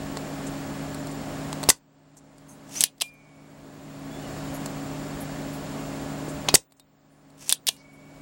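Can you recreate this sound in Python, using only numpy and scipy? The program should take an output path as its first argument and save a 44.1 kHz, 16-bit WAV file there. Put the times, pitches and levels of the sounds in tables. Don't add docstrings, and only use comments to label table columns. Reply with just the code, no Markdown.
import sys
import numpy as np
from scipy import signal
from scipy.fft import rfft, irfft, next_fast_len
from scipy.io import wavfile
from scipy.ndimage import uniform_filter1d, map_coordinates

SR = 44100
rng = np.random.default_rng(int(sys.argv[2]) if len(sys.argv) > 2 else 0)


def unload_audio(sound):
    columns = np.transpose(np.atleast_2d(sound))
    steps = np.round(np.clip(columns, -1, 1) * 32767)
    wavfile.write(sys.argv[1], SR, steps.astype(np.int16))


def attenuation_scalar(level_db):
    decades = np.asarray(level_db, float) / 20
    return 10 ** decades


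N = 362061


def along(points, hz):
    f, v = np.transpose(points)
    return np.interp(np.log(hz + 1), np.log(f + 1), v)


def unit(x):
    return x / np.sqrt(np.mean(x ** 2) + 1e-20)


def filtered(x, response):
    m = next_fast_len(len(x) + 4096)
    return irfft(rfft(x, m) * response(np.fft.rfftfreq(m, 1 / SR)), m)[:len(x)]


def peak(f, hz, width_hz):
    return 1j * f * width_hz / (hz * hz - f * f + 1j * f * width_hz)


def modes(table):
    return lambda f: sum((-1) ** k * attenuation_scalar(db) * peak(f, hz, w) for k, (hz, w, db) in enumerate(table))


def noise(spectrum, size):
    return unit(filtered(rng.standard_normal(size), lambda f: attenuation_scalar(along(spectrum, f))))


def wobble(rate):
    return map_coordinates(rng.standard_normal(int(N * rate / SR) + 4), [np.arange(N) * rate / SR])


def add(track, s, sound):
    part = track[round(s * SR):][:len(sound)]
    part += sound[:len(part)]


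# frequency in Hz, level in dB rms.
HUM_LINES = [(118.4, -55), (150.7, -41.5), (199.2, -49), (220.7, -50), (274.5, -40), (425.3, -56.5),
             (602.9, -52.5), (1104, -58), (1701, -61.5)]
# centre in Hz, width in Hz, level in dB rms.
WHINES = [(4183, 80, -71), (4550, 170, -64), (5330, 200, -64), (7200, 300, -58), (8420, 100, -69)]
# frequency in Hz, level in dB rms.
SCREEN_LINES = [(15734.5, -59), (15747.2, -63)]
# frequency in Hz, level in dB per Hz.
ROOM_AIR = [(15, -39), (40, -9.5), (120, -12), (300, -6.5), (450, -14), (620, -9.5), (1000, -17),
            (1500, -20.5), (3000, -27), (6000, -32), (7300, -29.5), (8500, -33), (12000, -41.5),
            (16500, -43.5)]


def workshop():
    t = np.arange(N) / SR

    def line(hz, db):
        return attenuation_scalar(db + 3.5) * np.sin(2 * np.pi * (hz * t + rng.random()))

    def whistle(hz, width_hz, db):
        hiss = filtered(rng.standard_normal(N), lambda f: peak(f, hz, width_hz) ** 2)
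        return attenuation_scalar(db) * unit(hiss)

    hum = sum(line(hz, db + 0.81 * wobble(6)) for hz, db in HUM_LINES)
    whine = sum(whistle(*row) for row in WHINES)
    screen = sum(line(hz, db + 1.0 * wobble(12)) for hz, db in SCREEN_LINES)
    air = attenuation_scalar(-37.5 + 0.46 * wobble(5)) * noise(ROOM_AIR, N)
    return hum + whine + screen + air


# time in seconds, gain it falls to in dB.
GAIN_DUCKS = [
    (1.695, -29),
    (2.82, -26),
    (3.015, -23.5),
    (6.55, -33),
    (7.525, -23.5),
    (7.685, -21.5),
]
DUCK_S, RECOVER_DB_PER_S = .03, 17.5


def camera_gain():
    gain_db, t = np.zeros(N), np.arange(N) / SR
    for s, low_db in GAIN_DUCKS:
        k = round(s * SR)
        since = t[k:] - s
        fall = np.exp(-since / DUCK_S)
        gain_db[k:] = np.minimum(0, low_db + (gain_db[k] - low_db) * fall + RECOVER_DB_PER_S * since)
    return gain_db


TREBLE_HZ, TREBLE_DUCK = 1500, 1.035


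def ducked_room():
    room, gain_db = workshop(), camera_gain()
    bass = filtered(room, lambda f: 1 / (1 + (f / TREBLE_HZ) ** 2))
    return attenuation_scalar(gain_db) * bass + attenuation_scalar(TREBLE_DUCK * gain_db) * (room - bass)


# time in seconds, strength in dB.
COCK_EVENTS = [
    (2.8072, 0),
    (7.4935, -1.1),
]
STOP_EVENTS = [
    (3.019, -1),
    (7.688, 1.2),
]
# start and length in seconds, level in dB, centre in Hz.
WIDE_SIZZLES = [(0.466, .03, -41, 7340), (1.11, .02, -44.5, 7420), (2.167, 0.036, -52.5, 7240),
                (2.483, 0.097, -55.5, 9030), (3.136, .021, -65.5, 11020), (4.54, .05, -45.5, 11260),
                (5.203, 0.043, -43, 10840), (5.527, .063, -51.5, 10920), (6.279, 0.013, -30, 420),
                (6.283, 0.045, -46, 7840), (6.765, .035, -68, 7430), (7.1, 0.18, -75.5, 9480),
                (7.77, 0.083, -59.5, 5050), (7.931, 0.047, -66.5, 10000)]
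# start and length in seconds, level in dB, centre in Hz.
FLUX_CHIRPS = [
    (2.488, 0.062, -55, 6400),
    (3.079, .025, -58, 4820),
    (4.546, .03, -49, 6820),
    (4.61, .03, -60, 15700),
]
# delay and length in seconds, level in dB, centre in Hz, width in Hz.
LATCH_AIR = [
    (.001, 0.021, -26.5, 7200, 7000),
    (.036, .032, -36, 5890, 7900),
    (.037, .06, -47.5, 3400, 1200),
]
STOP_AIR = [
    (.006, .085, -53.5, 7930, 9010),
]


def sizzles():
    rows = [(*row, row[-1] * 0.42) for row in WIDE_SIZZLES]
    rows += [(*row, row[-1] * 0.06) for row in FLUX_CHIRPS]
    for events, puffs in ((COCK_EVENTS, LATCH_AIR), (STOP_EVENTS, STOP_AIR)):
        for s, more_db in events:
            rows += [(s + delay, length, db + more_db, *band) for delay, length, db, *band in puffs]
    out = np.zeros(N)
    for s, length, db, hz, width_hz in rows:
        u = np.linspace(0, 1, round(length * SR))
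        hiss = filtered(rng.standard_normal(SR // 4), lambda f: peak(f, hz, width_hz) ** 2)
        hiss = unit(hiss)[999:]
        add(out, s, attenuation_scalar(db) * np.sin(np.pi * u ** 0.39) * hiss[:len(u)])
    return out


# start and end in seconds, start and end in Hz, level in dB.
SINGING = [
    (2.757, 2.797, 5600, 6350, -32),
    (4.1, 4.2, 3400, 3520, -53),
    (4.2, 4.3, 3050, 2800, -54),
]


def squeak():
    out = np.zeros(N)
    for start, end, start_hz, end_hz, db in SINGING:
        u = np.linspace(0, 1, round((end - start) * SR))
        hz = start_hz + (end_hz - start_hz) * u + 45 * wobble(120)[:len(u)]
        swell = np.sqrt(np.abs(np.sin(np.pi * u)))
        add(out, start, attenuation_scalar(db) * swell * np.sin(2 * np.pi * np.cumsum(hz) / SR))
    return out


# time in seconds, level in dB.
PLUNGER_SLIDES = [
    [(2.66, -71.5), (2.718, -48), (2.76, -36.5), (2.795, -35)],
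    [(7.37, -69), (7.418, -46.5), (7.462, -48.5), (7.478, -41.5)],
]
# frequency in Hz, level in dB per Hz.
SEAL_RUB = [(590, -45.5), (1000, -16.5), (1550, -17), (2670, -10), (4100, -17), (5850, -4.5),
            (15600, -24.5), (16200, -21.5), (17000, -91)]


def slides():
    t = np.arange(N) / SR
    level = 0
    for rows in PLUNGER_SLIDES:
        last_s, last_db = rows[-1]
        points = np.transpose(rows + [(last_s + 0.029, last_db - 5)])
        level = level + attenuation_scalar(np.interp(t, *points, left=-120, right=-120))
    return level * unit(attenuation_scalar(2 * wobble(300)) * noise(SEAL_RUB, N))


# frequency in Hz, level in dB, t60 in seconds.
RECOIL = [(407, 0.5, .02), (159, -10.5, 0.054)]


def strokes(rows, spectrum):
    out, t = np.zeros(N), np.arange(SR // 10) / SR
    for start, end, start_db, end_db, thump_db in rows:
        flight = end - start
        level_db = np.interp(t, [0, flight, flight + 0.0048, end + 0.035 - start],
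                             [start_db, end_db, end_db - 19.5, end_db - 53.5])
        chatter = attenuation_scalar(5.8 * unit(uniform_filter1d(rng.standard_normal(len(t)), 40)))
        rush = unit(chatter * noise(spectrum, len(t)))
        add(out, start, attenuation_scalar(level_db) * np.clip(t / .001, 0, 1) * rush)
        thump = sum(attenuation_scalar(thump_db + db - 60 * t / t60) * np.sin(2 * np.pi * hz * t) for hz, db, t60 in RECOIL)
        add(out, start + 0.00043, thump)
    return out


# start and end in seconds, start and end level in dB, thump in dB.
AIR_STROKES = [
    (1.6885, 1.704, -16, -11, -11.5),
    (6.5405, 6.5565, -13, -14, -8.5),
]
REBOUND_STROKES = [
    (3.011, 3.021, -28, -21, -51.5),
    (7.6765, 7.6885, -30.5, -19.5, -70),
]
# frequency in Hz, level in dB per Hz.
AIR_RUSH = [(88, -31.5), (150, -10.5), (900, -10.5), (1300, -7), (2000, -7.5), (2900, -19), (5700, 1),
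            (8500, 4), (11200, -5.5), (15100, -10), (17000, -23.5)]
REBOUND_CHATTER = [(800, -62), (1800, -25), (3300, 5.5), (5000, -5.5), (6500, -7.5), (8500, -2),
                   (11000, -18), (16000, -28.5)]


def plunger_flights():
    return strokes(AIR_STROKES, AIR_RUSH) + strokes(REBOUND_STROKES, REBOUND_CHATTER)


# time in seconds, strength in dB.
SHOT_EVENTS = [
    (1.6885, -0.11),
    (6.5410, -0.92),
]
# start in seconds, frequency in Hz, level in dB, rise and t60 in
# seconds.
RINGING_TONES = [(2.84, 2480, -39, .003, .12), (6.49, 2514, -31, .003, .12), (6.49, 3811, -39, .003, .2),
                 (6.542, 4600, -3, .0008, .02), (6.556, 3811, -44, .003, .13), (1.704, 2000, -34, .002, .09),
                 (1.704, 1500, -36, .002, .09), (7.524, 3450, -14, .0008, .03),
                 (6.799, 3720, -52, .001, .08), (7.70, 2866, -51, .005, .25), (7.699, 2406, -47, .005, .16),
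                 (3.1, 6170, -70, .02, 1),
                 (3.025, 2400, -31, .025, .19),
    (3.025, 2400, -51, .03, 1),
    (3.088, 2250, -58, .07, 3),
    (3.088, 2233.5, -67, .05, 1.8),
    (7.767, 2256, -57, .05, 9),
    (7.767, 2233.5, -54, .05, 1.3),
]
# delay in seconds, frequency in Hz, level in dB, rise and t60 in seconds.
ROD_TONES = [(.0005, 685, -28.5, 0.00092, 0.029), (.0005, 434, -32, 0.00066, 0.025),
             (.003, 3450, -54, .002, .12), (.003, 7208, -60, .002, .17), (.003, 9185, -52.5, .002, 0.24),
             (.003, 9641, -48, .002, .14), (.003, 12000, -55, .002, .15)]
CAP_TONES = [(.013, 1990, -12, .0005, 0.017)]


def rings():
    out, t = np.zeros(N), np.arange(SR * 3 // 5) / SR
    fade = np.clip((t[-1] - t) / .15, 0, 1)
    struck = []
    for events, part in ((STOP_EVENTS, ROD_TONES), (SHOT_EVENTS, CAP_TONES)):
        for s, more_db in events:
            struck += [(s + delay, hz, db + more_db, *rest) for delay, hz, db, *rest in part]
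    for s, hz, db, rise, t60 in RINGING_TONES + struck:
        level = attenuation_scalar(db - 60 * t / t60) * (1 - np.exp(-t / rise)) * fade
        add(out, s, level * np.sin(2 * np.pi * hz * t))
    return out


# frequency in Hz, width in Hz, level in dB.
BENCH_MODES = [(420, 230, -3.5), (790, 600, 4), (1140, 330, 5), (2000, 1100, -5.5)]


def contacts(rows, body, focus):
    out, t = np.zeros(N), np.arange(SR // 16) / SR
    knock = filtered(np.exp(-t / 0.00018), modes(BENCH_MODES))
    knock /= np.abs(knock).max()
    for s, db, hz, knock_db, t60, bright_db in rows:
        burst = rng.standard_normal(len(t)) * attenuation_scalar(-60 * t / max(t60, .003)) * (1 - np.exp(-t / 0.00011))
        burst[8] += 3.5

        def tilt(f):
            return (1 + 1j * f / 6000) ** (bright_db / 4) * (f / (f + 1700 / 1j)) ** 4

        def colour(f):
            return (modes(body)(f) + focus * peak(f, hz, hz / 5)) * tilt(f + 1)

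        crack = filtered(burst, colour)
        add(out, s, attenuation_scalar(db) * (crack / np.abs(crack).max() + attenuation_scalar(knock_db) * knock))
    return out


# time in seconds, peak in dB, colour in Hz.
BOARD_TAPS = [(0.9455, -26.5, 4260), (1.0703, -30.5, 4330), (2.171, -46, 7600), (2.382, -42.5, 7280),
              (2.693, -39.5, 7370), (2.754, -28.5, 5700), (2.9802, -49, 3970), (3.06, -43, 9070),
              (4.6594, -22, 7250), (6.7097, -55.5, 3520), (6.7216, -43, 5100), (6.797, -40.5, 3700),
              (7.3025, -49, 3820), (7.3794, -48, 6960), (7.3942, -46.5, 7930), (7.429, -41, 5820),
              (7.482, -31.5, 8900), (7.765, -44, 5000)]
# time in seconds, peak in
# dB, colour in Hz.
BOARD_NUDGES = [
    (0.171, -20.5, 7900),
    (1.5286, -19, 8610),
    (1.6305, -20, 4140),
    (1.637, -19, 4300),
]
# bench knock in dB, t60 in seconds, brightness in dB.
TAP_TONE = (-7.5, 0.023, 0.5)
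NUDGE_TONE = (-2.5, .014, -7)
# frequency in Hz, width in Hz, level in dB.
BOARD_MODES = [(2300, 810, -2), (4350, 720, 3.5), (7860, 1200, 0), (12100, 8600, -13.5)]


def board_taps():
    rows = [(*row, *TAP_TONE) for row in BOARD_TAPS] + [(*row, *NUDGE_TONE) for row in BOARD_NUDGES]
    return contacts(rows, BOARD_MODES, focus=0.55)


def chain(pattern, events, bright_db):
    return [(s + delay, db + more_db, *rest, bright_db) for s, more_db in events for delay, db, *rest in pattern]


# time in seconds, strength in dB.
PRESS_EVENTS = [
    (6.4854, 0),
]
# delay in seconds, peak in dB, colour in Hz, bench knock in dB, t60 in seconds.
BUTTON_CONTACTS = [(0, -11.5, 2570, -4, .012), (.0023, -1.5, 6120, -16.5, 0.0052),
                   (.0051, -14.5, 4500, .5, .04)]
FIRE_CONTACTS = [(0, -2, 5110, -7, 0.017), (.003, -1.5, 8960, -22.5, .018), (.0065, -4, 8500, -31, .02),
                 (.0123, 2, 7100, -21, 0.0087), (.0132, -4.5, 2000, -15.5, .015),
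                 (.023, -20.5, 5910, -13.5, 0.013)]
LATCH_CONTACTS = [(0, -2, 8210, -35, 0.015), (.006, -8.5, 5714, -24, .012), (.012, -16, 7790, -30, .012),
                  (.019, -15.5, 5440, -17.5, 0.031), (.0308, 5, 9550, -30.5, .007),
                  (.0319, -7, 3650, -25, .012), (.036, -14.5, 3700, -37, 0.011)]
STOP_CONTACTS = [(0, -7.5, 8560, -19.5, .01), (.001, -10, 3116, -20.5, 0.013),
                 (.0038, -23, 3030, -17.5, .02)]
# time in seconds, peak in dB, colour in Hz.
PLUNGER_RATTLE = [(3.0022, -29.5, 5055), (3.0094, -19, 4120), (3.0136, -17, 3410), (7.6688, -8, 5156),
                  (7.673, -14, 8990), (7.6757, -10, 3980), (7.6792, -13.5, 3726), (7.683, -14.5, 3950),
                  (7.6853, -9.5, 8780)]
# bench knock in dB, t60 in seconds, brightness in dB.
RATTLE_TONE = (-44, .011, 0.5)
# frequency in Hz, width in Hz, level in dB.
BARREL_MODES = [(3600, 3900, 0.5), (5600, 2500, 3), (8160, 4500, -10), (13200, 2000, -25)]


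def pump_snaps():
    rows = chain(BUTTON_CONTACTS, PRESS_EVENTS, bright_db=-12.5)
    rows += chain(FIRE_CONTACTS, SHOT_EVENTS, bright_db=-2.1)
    rows += chain(LATCH_CONTACTS, COCK_EVENTS, bright_db=-3)
    rows += chain(STOP_CONTACTS, STOP_EVENTS, bright_db=-4)
    rows += [(*row, *RATTLE_TONE) for row in PLUNGER_RATTLE]
    return contacts(rows, BARREL_MODES, focus=2.1)


# frequency in Hz, t60 in seconds.
WALL_DECAY = [(300, 0.17), (2000, 0.14), (8000, 0.11), (16000, 0.058)]


def walls(x):
    hz, t, z = signal.stft(rng.standard_normal(SR // 4), SR, nperseg=256)
    decay = attenuation_scalar(-60 * t / along(WALL_DECAY, hz)[:, None])
    tail = signal.istft(z * decay, SR, nperseg=256)[1]
    late = np.pad(x, (130, 0))
    return signal.fftconvolve(late, tail / np.linalg.norm(tail))[:N]


def scene():
    pump = pump_snaps() + board_taps() + plunger_flights() + slides()
    return (pump + attenuation_scalar(-20) * walls(pump) + sizzles() + squeak() + rings() + ducked_room())[None]


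def audible(x, floor_db):
    hz, _, z = signal.stft(x, SR, nperseg=2048)
    band = uniform_filter1d(np.abs(z) ** 2, size=16, axis=0)
    keep = (band > attenuation_scalar(floor_db) ** 2) | (hz < 4000)[:, None]
    return signal.istft(z * keep, SR, nperseg=2048)[1][:N]


def band_limit(x):
    return signal.sosfilt(signal.butter(12, 17140, fs=SR, output="sos"), x)


def record(dry):
    clipped = dry[0] / (1 + np.abs(dry[0] / .69) ** 8) ** (1 / 8)
    band = filtered(clipped, lambda f: np.where(f < 15860, 1, attenuation_scalar(-22) * (f < 16600)))
    return band_limit(audible(band, floor_db=-104)[None])


dry = scene()
out = record(dry)
unload_audio(out)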